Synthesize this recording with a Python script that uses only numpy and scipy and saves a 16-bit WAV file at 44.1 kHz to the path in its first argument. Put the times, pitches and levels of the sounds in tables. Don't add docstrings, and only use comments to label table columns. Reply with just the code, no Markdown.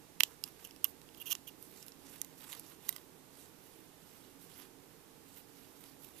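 import sys
import numpy as np
from scipy import signal
from scipy.fft import rfft, irfft
from scipy.io import wavfile
from scipy.ndimage import uniform_filter1d

SR = 44100
rng = np.random.default_rng(int(sys.argv[2]) if len(sys.argv) > 2 else 0)


def file_out(sig):
    cols = np.atleast_2d(sig).T
    lim = np.clip(cols, -1, 1)
    pcm = np.round(lim * 32767).astype(np.int16)
    wavfile.write(sys.argv[1], SR, pcm)


N = 273420


def gain_of(db):
    return 10 ** (np.asarray(db) / 20)


def evened(x):
    return x / np.sqrt(np.mean(x ** 2) + 1e-20)


def read(points, hz):
    f, value = np.transpose(points)
    return np.interp(np.log(hz + 1), np.log(f + 1), value)


def add(mix, s, sound):
    part = mix[round(s * SR):][:len(sound)]
    part += sound[:len(part)]


def coloured(x, points, lead_s=0):
    hz = np.fft.rfftfreq(x.shape[-1], 1 / SR)
    response = gain_of(read(points, hz)) * np.exp(2j * np.pi * hz * lead_s)
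    return irfft(rfft(x) * response, x.shape[-1])


# (loudest [s], rise [s], fall [s], level [dB], brightness [dB per octave])
SWELLS = [(.25, .04, 0.14, -61, -2), (.46, .04, 0.074, -60.5, 0), (.63, 0.09, 0.11, -64.5, -3.5),
          (.87, 0.054, 0.066, -62, 5.5), (1.35, 0.25, 0.051, -63.5, -3.5), (1.5, 0.037, 0.062, -73, -3),
          (1.64, 0.066, 0.14, -64, 5.5), (1.81, .1, 0.059, -58.5, 0), (1.88, .03, 0.027, -61, 2),
          (2.141, 0.15, 0.093, -56.5, 0), (2.3, 0.11, 0.12, -69.5, -2.5), (2.42, 0.055, 0.13, -54.5, -1),
          (2.53, .06, 0.09, -53, -1.2), (2.71, 0.15, 0.061, -58.5, 0), (2.9, 0.11, 0.14, -56, -1),
          (3.41, 0.098, 0.1, -60, 1.5), (3.67, 0.11, 0.24, -67.5, .8), (4.17, .2, 0.18, -65.5, -1),
          (4.43, 0.043, .1, -60, 1), (4.58, 0.099, 0.11, -57, -0.5), (5.38, 0.13, 0.046, -61.5, 2.5),
          (5.57, 0.12, 0.32, -67.5, 0), (5.85, 0.082, 0.11, -61.5, -0.5), (6.04, .07, 0.12, -61.5, 2),
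          (6.2, 0.066, .05, -58, 2)]
REST_DB, REST_TILT_DB = -73.5, -1.5


def swelling(t):
    s, rise, fall, db, tilt = np.transpose(SWELLS)[:, :, None]
    triangle = np.minimum(1 + (t - s) / rise, 1 - (t - s) / fall)
    swell = gain_of(db) * np.clip(triangle, 0, 1)
    level = gain_of(REST_DB) + swell.sum(0)
    tilt_sum = gain_of(REST_DB) * REST_TILT_DB + (swell * tilt).sum(0)
    return level, tilt_sum / level


# (frequency [Hz], density [dB per Hz])
RUSTLE_SPECTRUM = [(470, -38), (800, 0.5), (1300, -2), (2100, 0), (4000, -0.5), (6000, -1), (9000, 0),
                   (13500, 5.5), (14200, 8), (14400, -46)]
PATCH_DB, FLICKER_DB = 2.44, 2.1


def rustle():
    frames, hz = N // 64 + 5, np.fft.rfftfreq(256, 1 / SR)
    real, imaginary, patches = rng.standard_normal((frames, 129, 3)).T
    patches = uniform_filter1d(patches, size=12, axis=0)
    patches = evened(uniform_filter1d(patches, size=30, axis=1))
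    flicker = evened(uniform_filter1d(rng.standard_normal(frames), size=4))
    swell, tilt = swelling(np.arange(frames) * 64 / SR)
    shape_db = read(RUSTLE_SPECTRUM, hz)[:, None] + PATCH_DB * patches + FLICKER_DB * flicker
    octaves = np.log2((hz[:, None] + 100) / 6000)
    grains = (real + 1j * imaginary) * gain_of(shape_db)
    steady = signal.istft(grains, nperseg=256, noverlap=192)[1]
    grains *= swell * gain_of(tilt * octaves) / np.sqrt(np.mean(steady ** 2))
    return signal.istft(grains, nperseg=256, noverlap=192)[1][:N]


# (frequency [Hz], density [dB per Hz])
WASH_SPECTRUM = [(18, -57), (30, -16), (92, -5.5), (151, -1.5), (206, -4), (270, 0.5), (321, -2.5),
                 (445, -2.5), (540, -8), (707, -10), (857, -9.5), (1240, -14), (3000, -21.5), (3900, -23.5),
                 (6600, -120)]
WASH_DB = -63
# (centre [Hz], full width at half amplitude [Hz], RMS level [dB])
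HUM_LINES = [(160, 24, -76), (277.3, 5.9, -71), (324, 8.8, -74.5), (378.3, 12, -76.5), (462, 36, -75.5),
             (846, 17, -82.5)]


def room_tone():
    hz = np.fft.rfftfreq(N, 1 / SR)
    out = gain_of(WASH_DB) * evened(coloured(rng.standard_normal(N), WASH_SPECTRUM))
    for centre, width, db in HUM_LINES:
        resonance = 1 / (1 + (2 * (hz - centre) / width) ** 2)
        line = irfft(rfft(rng.standard_normal(N)) * resonance, N)
        out += gain_of(db) * evened(line)
    return out


# (frequency [Hz])
GROUP_EDGES = (2400, 4000, 8500, 12000)


def body(modes, shares_db, spot_hz, stretch):
    hz, db, t60 = np.transpose(modes)[:, :, None]
    t = np.arange(1500) / SR
    share_db = np.asarray(shares_db)[np.searchsorted(GROUP_EDGES, hz)]
    near_db = 9 * np.exp(-(np.log(hz / spot_hz) / 0.096) ** 2)
    side = (-1.) ** np.arange(len(hz))[:, None]
    decay_db = 60 * t / (t60 * stretch)
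    ringing = gain_of(db + share_db + near_db - decay_db) * np.sin(2 * np.pi * hz * t)
    return (side * ringing).sum(0)


# (frequency [Hz], level [dB], 60 dB decay time before stretching [s])
SCISSORS_MODES = [(1160, -6.5, 0.0069), (1660, -4.5, 0.0034), (2130, -1.5, 0.0081), (2410, -2.5, 0.0037),
                  (2823, 1.5, 0.007), (3330, -4.5, 0.011), (4100, -5, 0.0069), (4970, -10, 0.016),
                  (5490, -5.5, 0.011), (6240, -6.5, 0.0061), (6800, -6, 0.01), (7500, -2.5, 0.0047),
                  (8300, -1, 0.0036), (9900, -9.5, 0.012), (10470, -2, 0.0078), (11975, 3, 0.0046),
                  (11680, -6, 0.009), (13300, 4.5, 0.0063), (13840, -8, 0.0032)]
# (start [s], level bend [s], end [s], reference level [dB], start under it [dB], end against it [dB],
# share of pivot [dB], share of tips [dB])
SCRAPES = [(.200, 0.2045, .204, -27, -18, 1, -13, -2), (0.597, .61, .64, -67, -6, -7, -8, 3),
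           (.643, 0.65, .67, -47.5, -11, -26, -4.5, 2), (0.845, .852, .862, -43, -2, -17, -4.5, -5),
           (1.172, 1.18, 1.19, -64, -8, -12, 3, 8), (1.199, 1.219, 1.229, -55, -8, -12, 3.5, 8),
           (1.257, 1.269, 1.296, -46.5, -9, -7.5, -1.5, 3), (1.296, 1.316, 1.331, -33, -16, -1, -5, -0.5),
           (1.468, 1.477, 1.497, -49.5, -16, -11.5, 0, 2)]
SLIP_DB = 2.8


def scrape(start, bend, end, level_db, start_db, end_db, pivot_db, tips_db):
    t = np.arange(start, end, 1 / SR)
    db = level_db + np.interp(t, (start, bend, end), (start_db, 0, end_db))
    slips = evened(uniform_filter1d(rng.standard_normal(len(t)), size=50))
    grit = evened(rng.standard_normal(len(t)) * gain_of(SLIP_DB * slips)) * gain_of(db)
    out = 0
    for group, share_db in enumerate((pivot_db - 15, pivot_db, -6.5, tips_db - 6.0, tips_db)):
        one_group = np.where(np.arange(5) == group, 0, -200)
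        ring = body(SCISSORS_MODES, one_group, 6280, 0.85)
        out = out + np.convolve(grit * gain_of(share_db), ring / np.linalg.norm(ring))
    return start, out


CHATTER_SHARE, CHATTER_S = .12, .0006


def blows(table, modes, lowest_db, upper_db):
    out = np.zeros(N)
    t = np.arange(200) / SR - .0007
    noises = rng.standard_normal((len(table), 200))
    for (s, db, low_db, top_db, spot_hz, stretch), noise in zip(table, noises):
        contact = CHATTER_SHARE * noise * np.exp(-abs(t) / CHATTER_S)
        contact[np.argmin(abs(t))] = 1
        shares_db = (low_db + lowest_db, low_db, 0, top_db / 2 + upper_db, top_db)
        sound = np.convolve(contact, body(modes, shares_db, spot_hz, stretch))
        add(out, s, gain_of(db) * sound / abs(sound).max())
    return out


# (time [s], peak [dB], share of handles and pivot [dB], share of tips [dB],
# mode nearest the struck spot [Hz], ring time [factor])
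SNIPS = [(.2046, -12.5, -8, 3, 4100, 0.58), (.2058, -8, 6.5, -6.5, 2100, 0.32),
         (.2339, -7.5, 4.5, -5.5, 7500, 0.41), (.4377, -23, -7, 3, 5070, 1.3),
         (.476, -42, -1, 2, 5470, 1.1), (.4857, -44, -8, 12, 10400, .8), (.6722, -41.5, -2, -1, 10400, .8),
         (.7088, -39.5, 3.5, -8, 4840, 0.54), (.7617, -42.5, 0, 3, 5900, .7),
         (.843, -11, 4, 18, 6140, 1.06), (1.0158, -41.5, -4, -13, 4180, .6),
         (1.0882, -46, 7, -5, 4730, 0.62), (1.1463, -44.5, 6, 5, 4880, .86), (1.3033, -28, 6, 4, 5770, .48),
         (1.3513, -27.5, -4, -10, 7140, 0.38), (1.6259, -34, -6, 11, 10500, 0.65),
         (1.8262, -37.5, -5, -2, 5440, 1.5), (1.8639, -40, -6, 8, 10400, .7),
         (1.8817, -38, -12, -3, 5400, 1.3), (1.9195, -41.5, -15, -19, 5590, 1.4)]
ENDS_DB = -2


def snips():
    return blows(SNIPS, SCISSORS_MODES, -11, ENDS_DB)


# (time [s], peak [dB], share of pivot [dB],
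# share of tips [dB], mode nearest the struck spot [Hz], ring time [factor])
KNOCKS = [(.4385, -52, 0, -10, 1180, 3), (.478, -54, 0, -10, 1190, 3), (.851, -45, 0, -10, 1200, 4.6),
          (1.323, -45, 0, -10, 1160, 2.5)]


def knocks():
    return blows(KNOCKS, SCISSORS_MODES, 22, ENDS_DB)


# (time [s], peak [dB], share of low modes [dB], share of top modes [dB],
# mode nearest the struck spot [Hz], ring time [factor])
TICKS = [(2.2154, -18.5, -11, -4.5, 6050, 0.53), (2.2463, -32.5, -7, 0, 7120, .87),
         (2.407, -41, 1, -3, 4270, .58), (2.5057, -40, -15, -11, 6600, .58),
         (2.5203, -31, -2, -2, 6800, .6), (2.5222, -33, -10, 0, 6800, .4),
         (2.5282, -27, -2, -8.5, 6840, 0.32), (2.534, -28, -3, 0, 7050, .38),
         (2.5494, -34, -1, -6, 4710, 0.71), (2.5959, -28.5, -17, -3, 8300, 0.54),
         (2.8861, -28, -5, -10, 5830, 0.93), (2.8906, -15.5, -10.5, 2.5, 2000, 1),
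         (2.926, -29.5, 0, -3, 6500, .9), (2.9625, -29, -5, -10, 5000, 0.9),
         (2.9814, -43, -1, -11, 4720, .7), (5.8391, -38, -9, -13, 4600, .56)]
# (frequency [Hz], level [dB], 60 dB decay time before stretching [s])
HOOK_MODES = [(1090, -2, 0.017), (1470, -1, 0.0066), (2000, -0.5, 0.021), (3230, 0, 0.021),
              (3840, 2, 0.023), (5010, -2.5, 0.0076), (6020, -1.5, 0.0053), (7320, 0, 0.0042),
              (8210, -6, 0.017), (9470, 12, 0.0029), (10300, 7.5, 0.01), (11630, 11, 0.0061),
              (12500, 1, .006), (13480, 12.5, 0.013), (14200, -10, 0.0071)]


def ticks():
    return blows(TICKS, HOOK_MODES, -1, 1.5)


EARLY_S = 0.0022


def hands(x):
    t = np.arange(600) / SR
    taps = rng.standard_normal((2, 600)) * np.exp(-t / EARLY_S) * (t > .0004)
    taps /= np.linalg.norm(taps, axis=1, keepdims=True)
    return signal.oaconvolve(x[None], taps, axes=1)[:, :N]


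# (frequency [Hz], 60 dB decay time [s])
ROOM_DECAY = [(300, 0.083), (2000, 0.11), (8000, 0.18), (14000, 0.16)]


def room(x):
    taps = np.zeros((2, 16000))
    at = np.arange(80, 15960, 20) + rng.integers(0, 20, (2, 794))
    np.put_along_axis(taps, at, rng.choice([-1., 1.], at.shape), 1)
    hz, t, bands = signal.stft(taps, SR, nperseg=128)
    fade = gain_of(-60 * t / read(ROOM_DECAY, hz)[:, None])
    tail = signal.istft(bands * fade, SR, nperseg=128)[1]
    return signal.fftconvolve(x[None], tail / np.linalg.norm(tail[0]), axes=1)[:, :N]


# (frequency [Hz], gain [dB])
SMALL_RADIATOR = [(100, -10), (500, -11), (1000, -0.5)]
EARLY_LEVELS = [
    [-3],
    [-17],
]


def scene():
    struck = snips() + ticks() + knocks()
    for row in SCRAPES:
        add(struck, *scrape(*row))
    near = coloured(struck, SMALL_RADIATOR) + rustle()
    far = room_tone() + gain_of([[-2.5], [-60]]) * room_tone()
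    reflected = gain_of(EARLY_LEVELS) * hands(near)
    reverberant = gain_of([[-14], [-24]]) * room(near)
    return near + reflected + reverberant + far


# (frequency [Hz], gain on the sound arriving [dB])
LEFT_COVER = [(60, -17), (110, -22), (200, -16), (380, -18.5), (700, -20), (1290, -20), (2380, -19.5),
              (4400, -17), (8120, -14.5), (15000, -24)]
# (frequency [Hz], density [dB per Hz])
HISS_SPECTRUM = [(20, 4), (80, 2), (300, -0.5), (1500, -8), (4000, -5), (9000, -5.5), (13500, -3),
                 (14150, -2), (14350, -52)]
HISS_LEVELS = [
    [-67.5],
    [-61],
]
# (frequency [Hz], gain [dB])
TREBLE_ROLLOFF = [(14100, 0), (14500, -18), (15200, -16), (16400, -30)]
LEFT_LEAD_S, BOTH_DB = .000025, 4.5
EDGE_HZ = 16500


def record(dry):
    left = coloured(dry[0], LEFT_COVER, LEFT_LEAD_S)
    heard = gain_of(BOTH_DB) * np.array([left, dry[1]])
    hiss = evened(coloured(rng.standard_normal((2, N)), HISS_SPECTRUM))
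    heard = coloured(heard + gain_of(HISS_LEVELS) * hiss, TREBLE_ROLLOFF)
    lowpass = signal.firwin(511, EDGE_HZ, window=("kaiser", 9), fs=SR)
    return signal.oaconvolve(heard, lowpass[None], "same")


dry = scene()
out = record(dry)
file_out(out)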